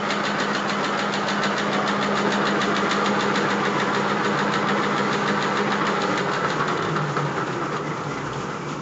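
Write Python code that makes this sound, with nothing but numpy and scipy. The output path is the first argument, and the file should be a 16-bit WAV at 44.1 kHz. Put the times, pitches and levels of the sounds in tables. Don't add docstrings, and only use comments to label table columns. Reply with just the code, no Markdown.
import sys
import numpy as np
from scipy import signal
from scipy.fft import rfft, irfft
from scipy.io import wavfile

SR = 44100
rng = np.random.default_rng(int(sys.argv[2]) if len(sys.argv) > 2 else 0)


def wav_out(sig):
    wavfile.write(sys.argv[1], SR, np.round(np.clip(np.atleast_2d(sig).T, -1, 1) * 32767).astype(np.int16))


N = 388521
TIME = np.arange(N) / SR

# t/s, speed/(turns/s)
SPEED = [(0, 6.768), (5.87, 6.768), (8.81, 2.343)]
# f/Hz, level/dB
FRAME = [(30, -37), (60, -21.5), (100, -14), (125, -9.5), (150, -2), (195, 1.5), (240, -9), (300, .5),
         (400, -1), (500, 0), (650, -9), (900, -11.5), (1400, -17), (3000, -45)]
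LINKS = [(200, -27.5), (500, -3.5), (680, -9), (830, -2), (1050, -1), (1250, -0.5), (1550, 0), (1900, -4.5),
         (2400, -11.5), (3600, -15), (5000, -21), (7500, -51.5)]
FINGERS = [(600, -35), (1400, -2), (1900, 6.5), (2500, 0.5), (3100, 3.5), (3600, 3), (4400, 0.5),
           (5500, -5), (6300, -6), (6900, -5), (7500, -11.5)]
# f/Hz, width/Hz, lift/dB
FRAME_MODES = [(152, 70, 2.5), (336, 22, 0.5), (379, 26, 2.5), (503, 11, 2)]
PANEL_MODES = [(812, 77, 4), (1223, 97, 3.5), (1350, 220, 1.5)]
FINGER_MODES = [(1822, 250, 2.4), (2783, 78, 6.5), (3510, 140, 3.8), (3995, 250, 4.5), (4180, 43, 2.3),
                (6900, 750, 3.9)]


def gain_of(db):
    return 10 ** (np.asarray(db) / 20)


def unit_rms(x):
    return x / np.sqrt(np.mean(x ** 2) + 1e-20)


def follow(rows):
    return np.interp(TIME, *np.transpose(rows))


def at_pitch(points, hz):
    f, value = np.transpose(points)
    return np.interp(np.log(hz + 1), np.log(f + 1), value)


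def peaks_db(hz, modes):
    return sum(db / (1 + (2 * (hz - f) / width) ** 2) for f, width, db in modes)


def response_db(hz, points, modes):
    return at_pitch(points, hz) + peaks_db(hz, modes)


def colour(x, points, modes):
    hz = abs(np.fft.fftfreq(8192, 1 / SR))
    log_gain = np.log(gain_of(response_db(hz, points, modes)))
    taps = np.fft.ifft(np.exp(np.conj(signal.hilbert(log_gain)))).real
    return unit_rms(signal.oaconvolve(x, taps[:len(taps) // 2])[:N])


def drift(rate_hz):
    hz = np.fft.rfftfreq(N, 1 / SR)
    return unit_rms(irfft(rfft(rng.standard_normal(N)) * np.exp(-(hz / rate_hz) ** 2), N))


def ring(x, hz, width_hz):
    carrier = np.exp(2j * np.pi * np.cumsum(hz * np.ones(N)) / SR)
    pole = np.exp(-np.pi * width_hz / SR)
    return unit_rms((carrier * signal.lfilter([1], [1, -2 * pole, pole * pole], x / carrier)).real)


def whine(hz, waver_hz, rate_hz):
    phase = 2 * np.pi * np.cumsum(hz + waver_hz * drift(rate_hz)) / SR
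    return unit_rms(np.sin(phase) * gain_of(2 * drift(rate_hz)))


def impacts(per_s, spread_db):
    size = gain_of(spread_db * np.minimum(rng.exponential(1, N), 4))
    return size * rng.choice([-1., 1.], N) * (rng.random(N) < per_s / SR)


def burst(start, db, rise_s, decay_s):
    age = np.maximum(TIME - start, 0)
    return gain_of(db) * (1 - np.exp(-age / rise_s)) * np.exp(-age / decay_s)


def arch(start, length):
    return np.sin(np.pi * np.clip((TIME - start) / length, 0, 1))


def once_a_turn(turns, place, width):
    return np.exp(-(((turns - place + .5) % 1 - .5) / width) ** 2 / 2)


def in_tune(speed, orders, hz, width_hz):
    return np.max([1 / (1 + (2 * (teeth * speed - hz) / width_hz) ** 2) for teeth in orders], axis=0)


def halvings():
    return np.log2(SPEED[0][1] / follow(SPEED))


def dulled(x, above_hz=1700, db_per_halving=6.5):
    treble = signal.sosfiltfilt(signal.butter(2, above_hz, "high", fs=SR, output="sos"), x)
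    return x - treble * (1 - gain_of(-db_per_halving * halvings()))


def heard(part):
    # t/s, position/m
    walk = [(0, 0.1), (.9, -0.54), (1.6, 0.46), (2.4, 1.3), (3.1, 1.8), (3.8, 2.5)]
    parts = { "frame": (2.0, 2.5, -29, 6.5), "mesh": (1.48, 1.5, -38, 1), "links": (2, 5, -26.5, 6.5),
             "springs": (-0.5, 1.14, -30.5, 16), "fingers": (1.2, 1, -32.5, 30),
             "paper": (2, 3.5, -29.5, 22), "sprocket": (2.5, 1.2, -35.5, 12.5),
             "roller": (1.6, 0.6, -37, 7), "table": (0.53, 0.97, -34, 12), "guard": (2, 1, -39.5, 7),
             "bearing": (2.5, 1, -39.5, 11.5), "boom": (2.5, 0.5, -43, -2), "base": (1.5, 0, -47, -2), }
    position, distance, db, loss_db = parts[part]
    return gain_of(db - loss_db * halvings()) * distance / np.hypot(distance, follow(walk) - position)


def in_hall(x, wet_db, count=3):
    # f/Hz, t60/s
    room = [(100, 0.22), (1000, 0.61), (3500, 0.23), (8000, 0.19)]
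    wet = np.zeros(N)
    for k in range(count):
        hz, t, noise = signal.stft(rng.standard_normal(SR // 2), SR, nperseg=256)
        decay = gain_of(-60 * t / at_pitch(room, hz)[:, None])
        tail = signal.istft(noise * decay, SR, nperseg=256)[1]
        send = np.cos(np.pi * (2 * TIME + k / count)) * np.sqrt(2 / count)
        wet += signal.fftconvolve(x * send, tail / np.linalg.norm(tail))[:N]
    return x + gain_of(wet_db) * wet


def gears(turns, speed, mesh_teeth=30):
    # order/(cycles/turn), and for each its level/dB
    orders = [18, 21, 22, 28, 32, 40, 47, 60, 62, 65, 70, 71, 82, 88]
    order_db = [-17, -17.5, -27, -23.5, -25.5, -13.5, -15.5, -19, -14.5, -25, -13.5, -13, -12.5, -9]
    # f/Hz, width/Hz, lift/dB
    gearbox_modes = [(202.8, 15, 7.5), (146, 9.3, 6)]
    shaft = turns + .0016 * drift(rate_hz=6)

    def tone(teeth):
        swell = gain_of(response_db(teeth * speed, FRAME, FRAME_MODES))
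        return np.sqrt(2) * swell * np.sin(2 * np.pi * (teeth * shaft + rng.random()))
    load_db = 1.3 * np.cos(2 * np.pi * (turns - .38)) + 1.8 * drift(rate_hz=17)
    mesh = heard("mesh") * gain_of(peaks_db(mesh_teeth * speed, gearbox_modes)) * tone(mesh_teeth)
    others = heard("frame") * sum(gain_of(db) * tone(teeth) for teeth, db in zip(orders, order_db))
    return gain_of(load_db) * (mesh + others)


def rumble(turns, size=4096):
    one_turn = irfft(np.exp(2j * np.pi * rng.random(size // 16)), size)
    bumps = np.interp(turns, np.arange(size) / size, one_turn, period=1)
    heave = gain_of(np.cos(2 * np.pi * (turns - .38)))
    repeating = colour(heave * bumps, FRAME, FRAME_MODES)
    loose = colour(heave * impacts(per_s=1100, spread_db=4.5), FRAME, FRAME_MODES)
    return heard("frame") * (gain_of(-2) * repeating + gain_of(-6) * loose)


def plate_throbs(turns, fade_s=.34):
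    # start/s, end/s, f/Hz, place/turns, width/turns, level/dB
    throbs = [(1.85, 3.62, 410, .51, .1, -26), (1, 3.9, 406, .85, .083, -40),
              (3.3, 6.34, 403, .22, .075, -29), (3.6, 6.3, 406, .44, .035, -32),
              (1.5, 6.4, 486, .42, .05, -29), (3, 6.3, 479, .18, .06, -28.5), (1.5, 3.5, 475, .8, .07, -33),
              (1.6, 6.2, 319, .72, .07, -30), (1.5, 3.5, 297, .35, .045, -32),
              (.2, 3.7, 325, .11, .046, -35), (-.3, 1.7, 577, .93, .07, -32.5),
              (3.2, 6.4, 965, .3, .15, -37), (3.3, 5.2, 1030, .8, .06, -32),
              (1.5, 6.1, 1183, .89, .06, -27), (-.3, 3.3, 1243, .46, .055, -29),
              (2.3, 3.6, 1390, .62, .15, -32), (3.2, 6.4, 1280, .09, .06, -30.5),
              (4.5, 6.4, 1228, .17, .05, -28.5), (4.5, 8.15, 1322, .72, .09, -32.5)]
    # t/s, length/s, f/Hz, level/dB
    flares = [(1.684, 0.23, 740, -33.5), (2.55, 0.28, 690, -39), (4.67, 0.077, 775, -30.5),
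              (5.995, 0.37, 403, -28.5), (6.068, 0.13, 302, -29.5), (6.358, .14, 465, -34),
              (6.48, .14, 177, -34), (6.62, 0.25, 370, -31.5), (6.85, .16, 345, -34),
              (6.86, 0.15, 410, -32), (7.12, 0.17, 480, -34), (6.78, 0.14, 102, -39),
              (6.848, 0.16, 160.5, -34), (6.9, 0.25, 152, -31), (7.1, .26, 146, -30),
              (7.23, 0.2, 400, -33.5), (7.47, 0.16, 347, -29), (7.66, .2, 493, -38), (7.66, .22, 404, -36),
              (8.05, .45, 59, -50), (8.19, 0.28, 122, -39.5), (8.547, .22, 345, -37)]
    wobble = drift(rate_hz=28) / 1400
    uneven = gain_of(-1.5 + 1.4 * drift(rate_hz=12))

    def plate(hz):
        shift = rng.integers(N)
        return np.roll(uneven, shift) * np.sin(2 * np.pi * hz * TIME + np.roll(wobble, shift) * hz)
    out = sum(gain_of(db) * arch(start, length) * plate(hz) for start, length, hz, db in flares)
    for start, end, hz, place, width, db in throbs:
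        fade = np.clip(np.minimum(TIME - start, end - TIME) / fade_s, 0, 1)
        out += gain_of(db) * fade * once_a_turn(turns, place, width) * plate(hz)
    return np.sqrt(2) * out


def low_hum(speed, hz=145.9, swell_db=4.5):
    swell = gain_of(swell_db * in_tune(speed, orders=(30, 40, 42, 47), hz=hz, width_hz=31))
    hum = whine(hz, waver_hz=6, rate_hz=11.7)
    hum += gain_of(-4.5) * ring(rng.standard_normal(N), hz, width_hz=42)
    return heard("boom") * swell * hum


def roller():
    return heard("roller") * ring(rng.standard_normal(N), hz=1193, width_hz=120)


def paper_table():
    return heard("table") * ring(rng.standard_normal(N), hz=637, width_hz=227)


def guard_plate(turns, speed, hz=407.6, swell_db=10.5):
    shake_db = swell_db * in_tune(speed, orders=(62, 65, 88), hz=hz, width_hz=4.4)
    shake_db += 3 * np.cos(2 * np.pi * (turns - .34))
    return heard("guard") * gain_of(shake_db) * whine(hz, waver_hz=3.165, rate_hz=11)


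def bearing_squeak(turns):
    rub_db = 7 * (np.cos(2 * np.pi * (turns - .56)) - 1)
    return heard("bearing") * gain_of(rub_db) * whine(hz=2006, waver_hz=18, rate_hz=45)


def chain(turns, count=48):
    places = np.sort(rng.random(count))
    force = np.tanh(rng.standard_normal(count))
    link = np.searchsorted(places, (turns + .0007 * drift(rate_hz=22)) % 1) % count
    return unit_rms(force[link] * (np.diff(link, prepend=link[0]) != 0))


def clatter(turns):
    # place/turns, level/dB
    rattle = [(0, 5.5), (.15, 5.5), (.33, 2.5), (.43, 3), (0.519, 5), (0.661, 8.5), (0.849, 4)]
    knocks = unit_rms(impacts(per_s=2000, spread_db=2.5)) + gain_of(-6) * chain(turns)
    knocks *= gain_of(np.interp(turns, *np.transpose(rattle), period=1))
    panels = colour(knocks, LINKS, PANEL_MODES)
    return heard("links") * dulled(unit_rms(in_hall(panels, wet_db=-3.5)))


def sprocket(turns, teeth=12):
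    tooth_phase = (teeth * turns - .35) % 1
    knocks = np.exp(-tooth_phase / .2) * impacts(per_s=4000, spread_db=2)
    return heard("sprocket") * ring(knocks, hz=895, width_hz=370)


def hall_bed(roar_db=-34, whine_db=-58):
    # f/Hz, level/dB
    spectrum = [(25, -31), (60, -16.5), (95, -16.5), (145, -8.5), (220, 6), (400, 4), (650, -7), (900, 1.5),
                (1300, -1.5), (1700, -12.5), (2800, -10.5), (4000, -18.5), (5500, -16.5), (7000, -17),
                (7800, -25.5)]
    # f/Hz, width/Hz, lift/dB
    modes = [(540, 30, 2.9), (1342, 110, 7), (2260, 22, 3.1), (2430, 23, 5.8), (6800, 130, 4.3)]
    roar = gain_of(roar_db + 1.7 * drift(rate_hz=11)) * colour(rng.standard_normal(N), spectrum, modes)
    return roar + gain_of(whine_db) * whine(hz=2320, waver_hz=5, rate_hz=18)


def fold_snaps(speed, trim_db=-.17):
    # t/s, level/dB
    folds = [(0.106, -25), (0.254, -26), (0.4, -27), (0.55, -28.5), (0.694, -27), (0.845, -27.5),
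             (0.993, -27), (1.138, -26.0), (1.285, -26), (1.436, -26.5), (1.581, -26), (1.731, -29.5),
             (1.877, -27), (2.027, -28), (2.172, -27), (2.322, -26), (2.47, -27.5), (2.617, -24.5),
             (2.766, -26), (2.911, -24), (3.06, -26.5), (3.208, -26), (3.358, -25.5), (3.505, -29.5),
             (3.652, -29.5), (3.8, -30.5), (3.948, -28.5), (4.096, -32), (4.247, -28), (4.39, -29.2),
             (4.537, -27), (4.687, -30.5), (4.838, -31), (4.98, -30), (5.13, -28), (5.277, -28.5),
             (5.425, -27.5), (5.572, -29), (5.72, -30), (5.868, -29), (6.019, -28.5), (6.176, -27.9),
             (6.336, -30), (6.504, -30)]
    # offset/turns, level against the fold/dB, power decay/s
    blows = [(-.115, -6.5, .0054), (-.07, -11, .006), (-.02, -4, .0032), (0, 4, 0.0035),
             (.05, -3.5, 0.0082), (.105, -4, 0.01), (.225, -13.5, .008), (.32, -11.5, .03)]
    times, fold_db = np.transpose(folds)
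    power = np.zeros(N)
    for offset, db, decay in blows:
        at = ((times + offset / np.interp(times, TIME, speed)) * SR).astype(int)
        kicks = np.zeros(N)
        kicks[np.clip(at, 0, N - 1)] = gain_of(fold_db + db + .9 * rng.standard_normal(len(times))) ** 2
        power += signal.lfilter([1], [1, -np.exp(-1 / (decay * SR))], kicks)
    crackle = colour(np.sqrt(power) * impacts(per_s=6000, spread_db=1), FINGERS, FINGER_MODES)
    return gain_of(trim_db) * np.sqrt(power.mean()) * unit_rms(in_hall(crackle, wet_db=-9.5))


def clinks(turns):
    # part, place/turns, f/Hz, level/dB, decay/s
    rings = [("springs", -0.1, 4800, -2.2, 0.0061), ("springs", 0, 4200, 1, .006),
             ("springs", 0, 4750, -5, 0.0044), ("springs", .225, 3020, -2, .0085),
             ("springs", .225, 3400, -5, 0.0091), ("springs", .24, 4350, -4.5, 0.011),
             ("springs", .3, 3030, 1, .009), ("fingers", -0.1, 3420, 1, .006),
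             ("fingers", -0.1, 4150, -2, 0.0063), ("fingers", -.003, 3800, 3.1, .007),
             ("fingers", 0, 3560, 3, .007), ("fingers", .1, 3620, 2.8, 0.0062),
             ("fingers", .095, 2900, 0, 0.0059), ("fingers", 0.25, 6850, -7, 0.009)]
    out, t = np.zeros(N), np.arange(SR // 10) / SR
    for part, place, hz, db, decay in rings:
        at = np.flatnonzero(np.diff(np.floor(turns - place)) > 0)
        strikes = np.zeros(N)
        strikes[at] = heard(part)[at] * gain_of(db + 1.3 * rng.standard_normal(64)[:len(at)])
        out += signal.oaconvolve(strikes, np.exp(-t / decay) * np.sin(2 * np.pi * hz * t))[:N]
    return in_hall(out, wet_db=-7)


def paper_swish(turns):
    swell = once_a_turn(turns, place=.079, width=.09)
    return heard("paper") * swell * ring(rng.standard_normal(N), hz=1818, width_hz=460)


def braking():
    # t/s, level/dB
    clunk_cues = [(6.44, -25.5), (6.594, -24), (6.68, -27.5), (6.772, -33), (6.825, -35), (6.954, -25),
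                  (7.162, -24.5), (7.365, -27.5), (7.411, -43), (7.47, -34), (7.612, -28.5), (7.715, -32),
                  (7.755, -35), (7.85, -38), (7.904, -36), (7.982, -36), (8.108, -33.5), (8.17, -36),
                  (8.263, -33), (8.485, -32.5)]
    tick_cues = [(6.594, -29), (6.678, -25.5), (6.772, -28), (6.822, -28), (6.845, -30), (6.888, -31),
                 (6.962, -28), (7.046, -37), (7.092, -32), (7.165, -30), (7.25, -32.5), (7.367, -37),
                 (7.382, -41), (7.47, -34), (7.525, -31), (7.725, -33.5), (7.765, -31.5), (7.972, -37),
                 (8.035, -34), (8.176, -34), (8.329, -31), (8.497, -39), (8.688, -35)]
    heavy = sum(burst(start, db, rise_s=.0024, decay_s=.029) for start, db in clunk_cues)
    light = sum(burst(start, db, rise_s=.002, decay_s=.011) for start, db in tick_cues)
    clunks = gain_of(-.5) * dulled(colour(impacts(per_s=3500, spread_db=4), LINKS, PANEL_MODES))
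    clunks += gain_of(1.5) * ring(rng.standard_normal(N), hz=1254, width_hz=400)
    clunks += gain_of(.5) * colour(impacts(per_s=2500, spread_db=1.5), FRAME, FRAME_MODES)
    ticks = gain_of(-1.5) * colour(impacts(per_s=2700, spread_db=1), FINGERS, FINGER_MODES)
    return in_hall(heavy * clunks, wet_db=-9.5) + in_hall(light * ticks, wet_db=-5)


def bearing_squeals(rough_db=4):
    # t/s, length/s, f/Hz, waver/Hz, level/dB
    squeals = [(7.825, .14, 2042, 36, -39.5), (8.07, .17, 2040, 26, -42.5), (8.47, .1, 2035, 18, -45.5),
               (8.56, .26, 2280, 22, -50.5)]
    rough = unit_rms(gain_of(rough_db * drift(rate_hz=130)))
    return rough * sum(gain_of(db) * np.sqrt(abs(arch(start, length))) * whine(hz, waver, rate_hz=90)
                       for start, length, hz, waver, db in squeals)


def scene(first_fold_s=.106):
    speed = follow(SPEED)
    turns = np.cumsum(speed) / SR - first_fold_s * speed[0]
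    drive = gears(turns, speed) + rumble(turns) + plate_throbs(turns) + low_hum(speed)
    singing = roller() + paper_table() + guard_plate(turns, speed)
    bearing = bearing_squeak(turns) + bearing_squeals()
    folding = clatter(turns) + sprocket(turns) + fold_snaps(speed) + paper_swish(turns) + clinks(turns)
    return (drive + singing + bearing + folding + braking() + hall_bed())[None]


def record(dry, edge_hz=7750):
    taps = signal.firwin(255, edge_hz, window=("kaiser", 9), fs=SR)
    return signal.oaconvolve(dry, taps[None], "same")


dry = scene()
out = record(dry)
wav_out(out)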